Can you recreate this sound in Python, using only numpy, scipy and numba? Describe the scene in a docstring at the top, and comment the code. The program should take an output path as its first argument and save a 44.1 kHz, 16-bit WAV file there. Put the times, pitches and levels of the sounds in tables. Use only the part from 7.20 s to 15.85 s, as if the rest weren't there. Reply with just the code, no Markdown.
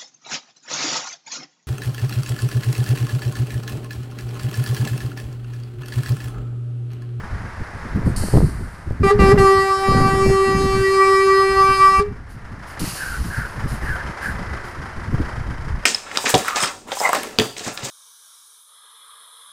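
"""A truck horn gives two short taps and one long blast: a driven plate makes a stack of tones, coloured by echoes.
Air brakes vent as shaped jets of hiss, and a valve whistles as hiss through narrow, sliding filters.
The diesel is noise throbbing at a steady firing rate, heard lower during the horn, with two gear hums.
Gusts of wind buffet the microphone: low thumps, a higher flutter and sharp pops, all made from noise and pulses."""
import sys
import numpy as np
from scipy import signal
from scipy.fft import rfft, irfft, next_fast_len
from scipy.io import wavfile
from scipy.ndimage import uniform_filter1d
from numba import njit

SR = 44100
rng = np.random.default_rng(int(sys.argv[2]) if len(sys.argv) > 2 else 0)


def transcribe(signal):
    """Save signal, clipped to [-1, 1], as a 16-bit WAV file at the path in sys.argv[1]."""
    frames = np.atleast_2d(signal).T
    limited = np.clip(frames, -1, 1)
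    pcm = np.round(limited * 32767).astype(np.int16)
    wavfile.write(sys.argv[1], SR, pcm)


N = 381637  # length in samples


def undb(db):
    """Turn decibels into a gain."""
    return 10 ** (np.asarray(db) / 20)


def unit(x):
    """Scale a sound to an rms level of 1."""
    return x / np.sqrt(np.mean(x ** 2))


def curves(rows):
    """Join the points of a table by straight lines; the first column is time in seconds."""
    s, *columns = np.transpose(rows)
    return [np.interp(np.arange(N) / SR, s, c) for c in columns]


def walk(rate):
    """Wander at random: new levels `rate` times a second, smoothed twice, with a spread near 1."""
    hold = int(SR / rate)
    steps = np.repeat(rng.standard_normal(N // hold + 1), hold)
    smooth = uniform_filter1d(uniform_filter1d(steps, hold), hold)
    return 1.75 * smooth[:N]


def colour(x, points):
    """Filter x by a curve of (pitch_hz, relative_db) points, then scale it to rms 1."""
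    size = next_fast_len(N)
    hz, db = np.transpose(points)
    log_hz = np.log(np.arange(size // 2 + 1) * SR / size + 1e-3)
    gain = undb(np.interp(log_hz, np.log(hz), db))
    return unit(irfft(rfft(x, size) * gain, size)[:N])


@njit
def svf(x, hz, width):
    """Let through a band of sound around a centre pitch that can move (state-variable filter)."""
    y, band, low = np.empty(len(x)), 0., 0.
    for i in range(len(x)):
        g, k = np.tan(np.pi * hz[i] / SR), width / hz[i]
        v = (band + g * (x[i] - low)) / (1 + g * (g + k))
        band, low, y[i] = 2 * v - band, low + 2 * g * v, k * v
    return y


# changing breeze under the gusts, with lulls: start_s, thump_db
BREEZE = [(0, -31), (.6, -36), (1.0, -24), (1.59, -42), (2.0, -26), (2.6, -45), (3.0, -30), (3.85, -37.5),
          (4.2, -38.5), (4.6, -31.5), (5.2, -33.5), (5.8, -42.5), (6.3, -30.5), (7.0, -42), (7.5, -36.5),
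          (8.3, -32), (8.58, -30), (8.65, -56)]
BREEZE_FLUTTER_DB = -5.5  # flutter against thump
# gusts on the microphone: start_s, length_s, thump_db, flutter_above_thump_db
GUSTS = [(0.12, 0.031, -24, -25), (0.367, 0.068, -32, -9), (0.654, 0.027, -33, -1), (0.766, 0.11, -23.5, 4),
         (.86, 0.11, -19, -7), (1.026, 0.03, -19.5, -1), (1.143, 0.042, -15, 3.5),
         (1.196, 0.049, -14.5, -1.5), (1.37, 0.049, -20.5, -5.5), (1.695, 0.038, -21.5, -9.5),
         (1.824, 0.03, -12.5, -3), (1.991, 0.091, -12.5, -1), (2.137, 0.088, -16, 0),
         (2.346, 0.026, -24.5, -1), (2.709, 0.12, -20, 5), (2.85, 0.17, -24, 4), (3.055, 0.052, -16.5, 0.5),
         (3.272, 0.22, -27.5, 5.5), (3.44, .17, -22.5, -1), (4.374, 0.06, -26, -5.5),
         (5.616, 0.026, -25, 1.5), (5.907, 0.036, -30.5, -7), (5.99, 0.087, -23, -7),
         (6.414, 0.13, -24, -6), (6.627, 0.16, -26, -7.5), (6.848, 0.025, -29, -5.5),
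         (7.083, 0.26, -26, -4.5), (7.32, 0.025, -29, -1), (7.593, 0.023, -27, 0), (7.771, 0.014, -25, -4),
         (7.9, 0.063, -23.5, -2), (7.989, 0.067, -21.5, 1.5), (8.13, 0.37, -25, -15),
         (8.508, 0.053, -20, -17.5)]
GUST_RISE_DB_S, GUST_SAG_DB_S = 510, 10
GUST_FALL_DB_S = 231  # on top of the sag


def gusts():
    """Levels of thump and flutter: every gust rises, sags and falls alike, adding its power to the breeze."""
    t = np.arange(N) / SR
    thump_power = undb(2 * curves(BREEZE)[0])
    flutter_power = thump_power * undb(2 * BREEZE_FLUTTER_DB)
    for s, length, db, flutter_db in GUSTS:
        off_db = GUST_RISE_DB_S * np.clip(s - t, 0, 1)
        off_db += GUST_SAG_DB_S * np.clip(t - s, 0, 1)
        off_db += GUST_FALL_DB_S * np.clip(t - s - length, 0, 1)
        thump_power = thump_power + undb(2 * (db - off_db))
        flutter_power = flutter_power + undb(2 * (db + flutter_db - off_db))
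    return np.sqrt(thump_power), np.sqrt(flutter_power)


# loudest wind pops: start_s, strength_db
LOUD_POPS = [(0.83, -16), (1.036, -9), (1.084, -14), (1.136, -6), (1.155, -5), (1.17, -4), (1.707, -14.5),
             (2.684, -9), (2.719, -7), (2.75, -16), (2.804, -6), (3.061, -6), (3.098, -8)]
POP_GROWTH, POP_DB = 2.08, 6  # power of the flutter level that small pops follow, and their gain


def wind():
    """Uneven eddies hit the microphone port as thump and flutter; strong gusts also snap sharp pops across it."""
    thump_level, flutter_level = gusts()
    eddies = rng.standard_normal(N) * undb(3.82 * walk(60))
    slow = rng.standard_normal(N) * undb(0.54 * walk(40))
    thump = colour(eddies + slow, [(12, -2), (28, -5.5), (60, 1), (105, -5.5), (170, -26.5), (400, -95)])
    flutter = colour(eddies, [(60, -31.0), (115, 1.0), (200, -2), (320, -10.0), (480, -20.5), (900, -60)])
    # about 90 random kicks a second, of very uneven strength
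    kicks = (rng.random(N) < 90 / SR) * rng.choice([-1., 1.], N) * undb(3.5 * rng.standard_normal(N))
    pops = colour(kicks, [(60, -20), (200, -2.5), (450, -1), (750, -11.5), (1200, -19.5), (2500, -48)])
    # pops grow faster than the gust that drives them
    pop_level = undb(POP_DB) * flutter_level ** POP_GROWTH
    # one loud pop: a sharp spike with a slower swing the other way
    lag = np.arange(-200, 600) / SR
    slap = np.exp(-(lag / 0.00049) ** 2) - 0.32 * np.exp(-((lag - .004) / 0.011) ** 2)
    loud = np.zeros(N)
    for s, db in LOUD_POPS:
        loud[int((s + .002) * SR)] = undb(db)
    loud = np.convolve(loud, slap)[200:N + 200]
    rush = thump_level * thump + flutter_level * flutter + pop_level * pops
    # the capsule saturates under the hardest buffets
    return loud + .6 * np.tanh(rush / .6)


FIRING_HZ = 27.83
# diesel as heard, lower while the horn sounds: start_s, clatter_db, throb_depth (0-1)
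ENGINE = [(0.0, -32.5, 0.13), (1.08, -29, 0.01), (1.47, -37.5, 0.13), (1.83, -34.5, 0), (2.04, -35, 0.66),
          (2.4, -41, 0.66), (3.0, -38.5, 0.76), (3.5, -41.5, 0.71), (4.6, -42, 0.74), (4.96, -42.5, 0.1),
          (5.64, -35, 0.31), (6.99, -30.5, 0.26), (8.65, -36, 0.41)]
# tone colour of the clatter: pitch_hz, relative_db (per Hz)
CLATTER = [(260, -5), (450, -0.5), (676, -0.5), (782, 0), (944, 2), (1640, 2.5), (2040, -1.5), (2320, -9),
           (3250, -19.5), (4280, -19), (5240, -16.5), (7760, -26.5), (10200, -26), (14500, -46)]
# engine block rings at each knock: pitch_hz, width_hz, level_db (against the clatter, at full throb)
BLOCK = [(3090, 320, -15), (5060, 1200, -15.5)]
# gear tones: start_s, end_s, start_pitch_hz, end_pitch_hz, level_db
GEAR_HUM = [(6.298, 8.59, 344.4, 368.5, -49), (6.758, 7.59, 2043, 1975, -39.5)]


def engine():
    """Combustion knock swells the clatter once a firing and rings the block; gears add sliding tones."""
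    db, depth = curves(ENGINE)
    t = np.arange(N) / SR
    firings = FIRING_HZ * t
    since = firings % 1  # part of a firing gone by
    sizes = undb(2.2 * rng.standard_normal(int(firings[-1]) + 2))
    size = sizes[firings.astype(int)]
    depth = np.clip(depth, 0, 1)
    knock = 1 - depth + depth * 5.3 * size * np.exp(-since / 1.26)
    knock = uniform_filter1d(knock, size=260)  # pressure rises over a few ms
    clatter = colour(knock * rng.standard_normal(N), CLATTER)
    burst = size * np.sin(np.pi * since ** .5) ** 4 * rng.standard_normal(N)
    for ring_hz, width_hz, ring_db in BLOCK:
        centre, width = np.full(N, 1. * ring_hz), 1. * width_hz
        ring = unit(svf(svf(burst, centre, width), centre, width))
        clatter += depth * undb(ring_db) * ring
    hum = 0
    for on, off, from_hz, to_hz, tone_db in GEAR_HUM:
        fade = np.clip(np.minimum(t - on, off - t) / 0.43, 0, 1)
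        phase = 2 * np.pi * np.cumsum(np.interp(t, [on, off], [from_hz, to_hz])) / SR
        hum = hum + fade * undb(tone_db + 2 * walk(10)) * np.sin(phase)
    return undb(db + 0.46 * walk(8.7)) * clatter + hum


def jet(t, s, db, rise, hold, t60):
    """Power of an air jet that opens, holds and dies away; t60 is the time to fall 60 dB."""
    opening = np.clip((t - s) / rise, 0, 1) ** 2
    dying = np.exp(-2 * np.log(1000) * np.clip(t - s - rise - hold, 0, None) / t60)
    return undb(2 * db) * opening * dying


# air brakes dumping pressure: start_s, level_db (of the long jet), hold_s, t60_s
RELEASES = [(0.961, -34.5, 0.075, 1.37), (5.593, -33, 0.17, 1.74)]
# each release also spits: a short jet, louder than the long one by SPIT_DB
RELEASE_RISE_S, SPIT_DB, SPIT_T60_S = .0025, 2, .25
# small puffs from the valves: start_s, peak_db, hold_s
PUFFS = [(0.845, -48.5, .03), (5.084, -53.5, 0.015), (5.462, -49, .03), (6.12, -47, 0.086),
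         (6.471, -43, 0.057), (6.61, -46.5, 0.12), (7.012, -41.5, 0.052), (7.438, -53, 0.044)]
PUFF_RISE_S, PUFF_T60_S = 0.018, 0.3
# tone colour of the hiss close by: pitch_hz, relative_db (per Hz)
VENT_AIR = [(1290, -33), (2200, -9), (2820, -3), (3410, -12), (4550, -2), (7940, -9), (10200, -2),
            (12000, -14), (13600, -6.5), (14800, -43)]
# tone colour of the same jets from further off: pitch_hz, relative_db (per Hz)
FAR_VENT_AIR = [(1470, -41), (2500, -18), (3160, -11), (3380, -25), (4370, -2), (4920, -5), (6800, -11),
                (9120, -1.5), (13600, -17), (14500, -28)]
NEAR_FROM_S = 3.5  # the close colour takes over here
# breathy whistles of a brake valve: start_s, length_s, start_pitch_hz, end_pitch_hz, width_hz, level_db (before fades)
WHISTLES = [(5.767, .22, 1650, 1450, 141, -28.5), (6.101, 0.18, 1640, 1490, 177, -27.5),
            (6.62, 0.16, 1830, 1440, 177, -28), (6.778, 0.054, 1620, 1610, 200, -31),
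            (7.012, 0.11, 1640, 1580, 176, -26)]


def brakes():
    """Jets of air open fast and die as the pressure drops; a valve mouth whistles as narrow, sliding noise."""
    t = np.arange(N) / SR
    power = np.zeros(N)
    for s, db, hold, t60 in RELEASES:
        power += jet(t, s, db, RELEASE_RISE_S, hold, t60)
        power += jet(t, s, db + SPIT_DB, RELEASE_RISE_S, 0, SPIT_T60_S)
    for s, db, hold in PUFFS:
        power += jet(t, s, db, PUFF_RISE_S, hold, PUFF_T60_S)
    air = rng.standard_normal(N)
    hiss = np.where(t < NEAR_FROM_S, colour(air, FAR_VENT_AIR), colour(air, VENT_AIR))
    out = np.sqrt(power) * undb(.6 * walk(25)) * hiss
    breath = rng.standard_normal(N) * undb(1.5 * walk(60))
    for s, length, from_hz, to_hz, width_hz, db in WHISTLES:
        span = slice(int(s * SR), int((s + length) * SR))
        centre = np.linspace(from_hz, to_hz, span.stop - span.start)
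        # filtered twice, the second time twice as wide
        tone = svf(svf(breath[span], centre, 1. * width_hz), centre, 2. * width_hz)
        out[span] += undb(db) * unit(tone) * np.hanning(len(tone)) ** 0.23
    return out


# mirror paths off ground, cab and nearby vehicles, their detours changing as the truck rolls:
# strength_db (before the loss per partial), detour_m (at ECHO_AT_S), change_m_per_s, curvature_m_per_s2
ECHOES = [(-4.4, .746, -.104, -.011), (-12.2, 1.273, -1.311, .4), (-8.3, .796, -.538, .02),
          (-9.9, .532, .083, -.019), (-13.8, .265, -.073, .291), (-11.5, 1.19, -.932, .192)]
ECHO_AT_S, WAVELENGTH_M = 3.5, 343 / 387  # speed of sound in m/s over horn pitch in Hz
ECHO_LOSS_DB = 1.0  # each echo is weaker by this much per partial


def mirrored(k, t):
    """Gain and phase of partial k once its echoes have joined the direct sound."""
    u = t - ECHO_AT_S
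    total = 1
    for db, detour, speed, bend in ECHOES:
        path_m = detour + u * (speed + u * bend)
        total = total + undb(db - ECHO_LOSS_DB * k) * np.exp(-2j * np.pi * k * path_m / WAVELENGTH_M)
    return total


def scattered(phase, share, span):
    """A partial plus its drifting scattered copy: the two beat into irregular fades."""
    drift = share * (walk(30)[span] + 1j * walk(30)[span]) / np.sqrt(2)
    return np.imag((1 + drift) * np.exp(1j * phase)) / np.sqrt(1 + share ** 2)


def yard(x):
    """Add scattered echoes off the yard: a dying, dulled burst of noise smears the sound."""
    t60_s, level_db = .35, -21
    lag = np.arange(int(.6 * SR)) / SR
    echo = rng.standard_normal(len(lag)) * np.exp(-np.log(1000) * lag / t60_s)
    echo = signal.lfilter([.15], [1, -.85], echo)
    return x + undb(level_db) * signal.fftconvolve(x, echo / np.linalg.norm(echo))[:N]


# horn button: pressed_s, released_s, ring_down_db (added to each free ring)
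BLASTS = [(1.831, 1.912, 1), (1.989, 2.122, 0.5), (2.175, 4.8, -5.5)]
# settled pitch of the horn: start_s, pitch_hz
HORN_PITCH = [(1.8, 391), (1.9, 390.4), (2.1, 389.3), (2.3, 387.9), (3.0, 387.3), (3.75, 386.7),
              (4.15, 387), (4.4, 387.6), (4.8, 387.2)]
# horn as the truck draws near and turns: start_s, low_partials_db, fundamental_db (added to those), brassy_top_db
HORN = [(1.85, -22, 3.5, -35), (1.89, -19.5, -20, -32), (2.05, -18.5, 0, -31.5), (2.2, -19, -1, -29),
        (2.5, -21.5, -1, -34.5), (2.87, -20, -7, -33), (3.1, -22, 0.5, -33), (3.5, -24.5, 2, -33),
        (3.85, -18.5, -3.5, -31.5), (4.25, -19, 1, -33.5), (4.63, -17.5, -1, -31), (4.8, -19, -7, -33.5)]
# partials 1-7 at the bell: level_db (before the HORN levels)
LOW_PARTIALS_DB = [3, -9, 2, -11.5, -6.5, -11, -16.5]
# brassy top: partial_number, relative_db
UPPER = [(8, -24), (9, -29), (10, -27), (11, -22), (12, -23), (13, -18), (14, -26), (15, -28), (16, -30),
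         (17, -28), (18, -31), (19, -33), (20, -29), (21, -29), (22, -30), (23, -33), (24, -32), (25, -31),
         (26, -30), (27, -36), (28, -37), (29, -40), (30, -40), (31, -40), (32, -44), (33, -46), (34, -46),
         (35, -45), (36, -44)]
# one upper partial fades, then stands out: start_s, extra_db
RINGING = [(1.9, -6), (2.6, 0.5), (3.2, -7), (3.75, 0), (4.15, 3), (4.55, 7), (4.8, 0)]
RINGING_PARTIAL = 13
# weak buzz on the horn tone: start_s, rate_hz
FLUTTER = [(2.2, 135), (3.3, 118), (4.0, 92), (4.8, 95)]
FLUTTER_RAD = .11  # phase swing of the buzz on partials above the second
# free ring of the diaphragm: pitch_hz, level_db (before ring_down_db), t60_s
DIAPHRAGM = [(412, -1.5, 0.2), (812, -6, 0.064), (1243, -12, 0.07), (1660, -9, 0.05)]
# tone colour of the rasp as the diaphragm catches and lets go: pitch_hz, relative_db (per Hz)
RASP = [(1500, 4), (3000, 1), (4800, 10.5), (6200, -3), (9000, -1), (13000, -92)]
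RASP_DB, RASP_OFF_DB, RASP_S = -36.5, -39, 0.01
SCATTER_PER_PARTIAL, SCATTER_MOST = .14, .5  # share of drifting scattered sound in the low partials


def horn():
    """A driven diaphragm: a clean stack of partials that starts sharp and rings free when released."""
    t = np.arange(N) / SR
    hz, = curves(HORN_PITCH)
    low_db, first_db, rest_db = curves(HORN)
    gate, bright, out = np.zeros(N), np.zeros(N), np.zeros(N)
    rasp = colour(rng.standard_normal(N), RASP)
    for on, off, ring_db in BLASTS:
        catch = undb(RASP_DB) * np.exp(-((t - on - RASP_S) / RASP_S) ** 2)
        let_go = undb(RASP_OFF_DB) * np.exp(-((t - off - RASP_S) / (2 * RASP_S)) ** 2)
        out += rasp * (catch + let_go)
        since, after = np.clip(t - on, 0, None), np.clip(t - off, 0, None)
        gate += (1 - np.exp(-since / 0.002)) * np.exp(-after / 0.011)
        # the brassy top builds up later than the body of the tone
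        bright += (1 - np.exp(-(since / 0.01) ** 2)) * np.exp(-after / 0.0072)
        # sharp at the start, and pulled up towards the free pitch around the release
        bend = (t > off - .01) * (t < off + .045) * np.clip((t - off + .01) / .03, 0, 1)
        hz = hz * (1 + .022 * (t > on) * np.exp(-since / .015) + .01 * bend)
        late = np.clip(t - off + .008, 0, None)
        for mode_hz, db, t60 in DIAPHRAGM:
            shape = (1 - np.exp(-late / 0.015)) * np.exp(-np.log(1000) * late / t60)
            out += undb(ring_db + db) * shape * np.sin(2 * np.pi * mode_hz * late)

    span = slice(int(BLASTS[0][0] * SR), int((BLASTS[-1][1] + 0.064) * SR))
    buzz = FLUTTER_RAD * np.sin(2 * np.pi * np.cumsum(curves(FLUTTER)[0][span]) / SR)
    phase = 2 * np.pi * np.cumsum(hz[span]) / SR
    start = 2 * np.pi * rng.random(len(LOW_PARTIALS_DB) + len(UPPER))
    body = 0
    for k, db in enumerate(LOW_PARTIALS_DB, 1):
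        paths = mirrored(k, t[span])
        heard = k * phase + start[k - 1] + np.angle(paths) + (k > 2) * buzz
        level = undb(db + low_db[span] + (k == 1) * first_db[span]) * np.abs(paths)
        body = body + level * scattered(heard, min(SCATTER_PER_PARTIAL * k, SCATTER_MOST), span)
    # each weaker partial fades and flickers on its own
    ringing_db = curves(RINGING)[0][span]
    top = 0
    for k, db in UPPER:
        level = undb(db + (k == RINGING_PARTIAL) * ringing_db + 1.5 * walk(6)[span])
        top = top + level * scattered(k * phase + start[int(k) - 1] + buzz, .4, span)
    out[span] += gate[span] * body + bright[span] * undb(rest_db[span]) * unit(top)
    return yard(out)


def scene():
    """Add all sources together at one microphone."""
    return (wind() + engine() + brakes() + horn())[None]


# hollow in the microphone response: pitch_hz, width_hz, depth (0-1)
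MIC_DIP = (5870, 1200, 0.22)
TOP_HZ = 14400


def record(dry):
    """The microphone has a hollow in the treble; then the loudest peaks are rounded and the top is cut."""
    dip_hz, width_hz, depth = MIC_DIP
    heard = dry - depth * svf(dry[0], np.full(N, 1. * dip_hz), 1. * width_hz)
    rounded = np.tanh(.3 * heard) / .3
    top_cut = signal.ellip(10, .2, 90, TOP_HZ, fs=SR, output="sos")
    return signal.sosfilt(top_cut, rounded)


dry = scene()
out = record(dry)
transcribe(out)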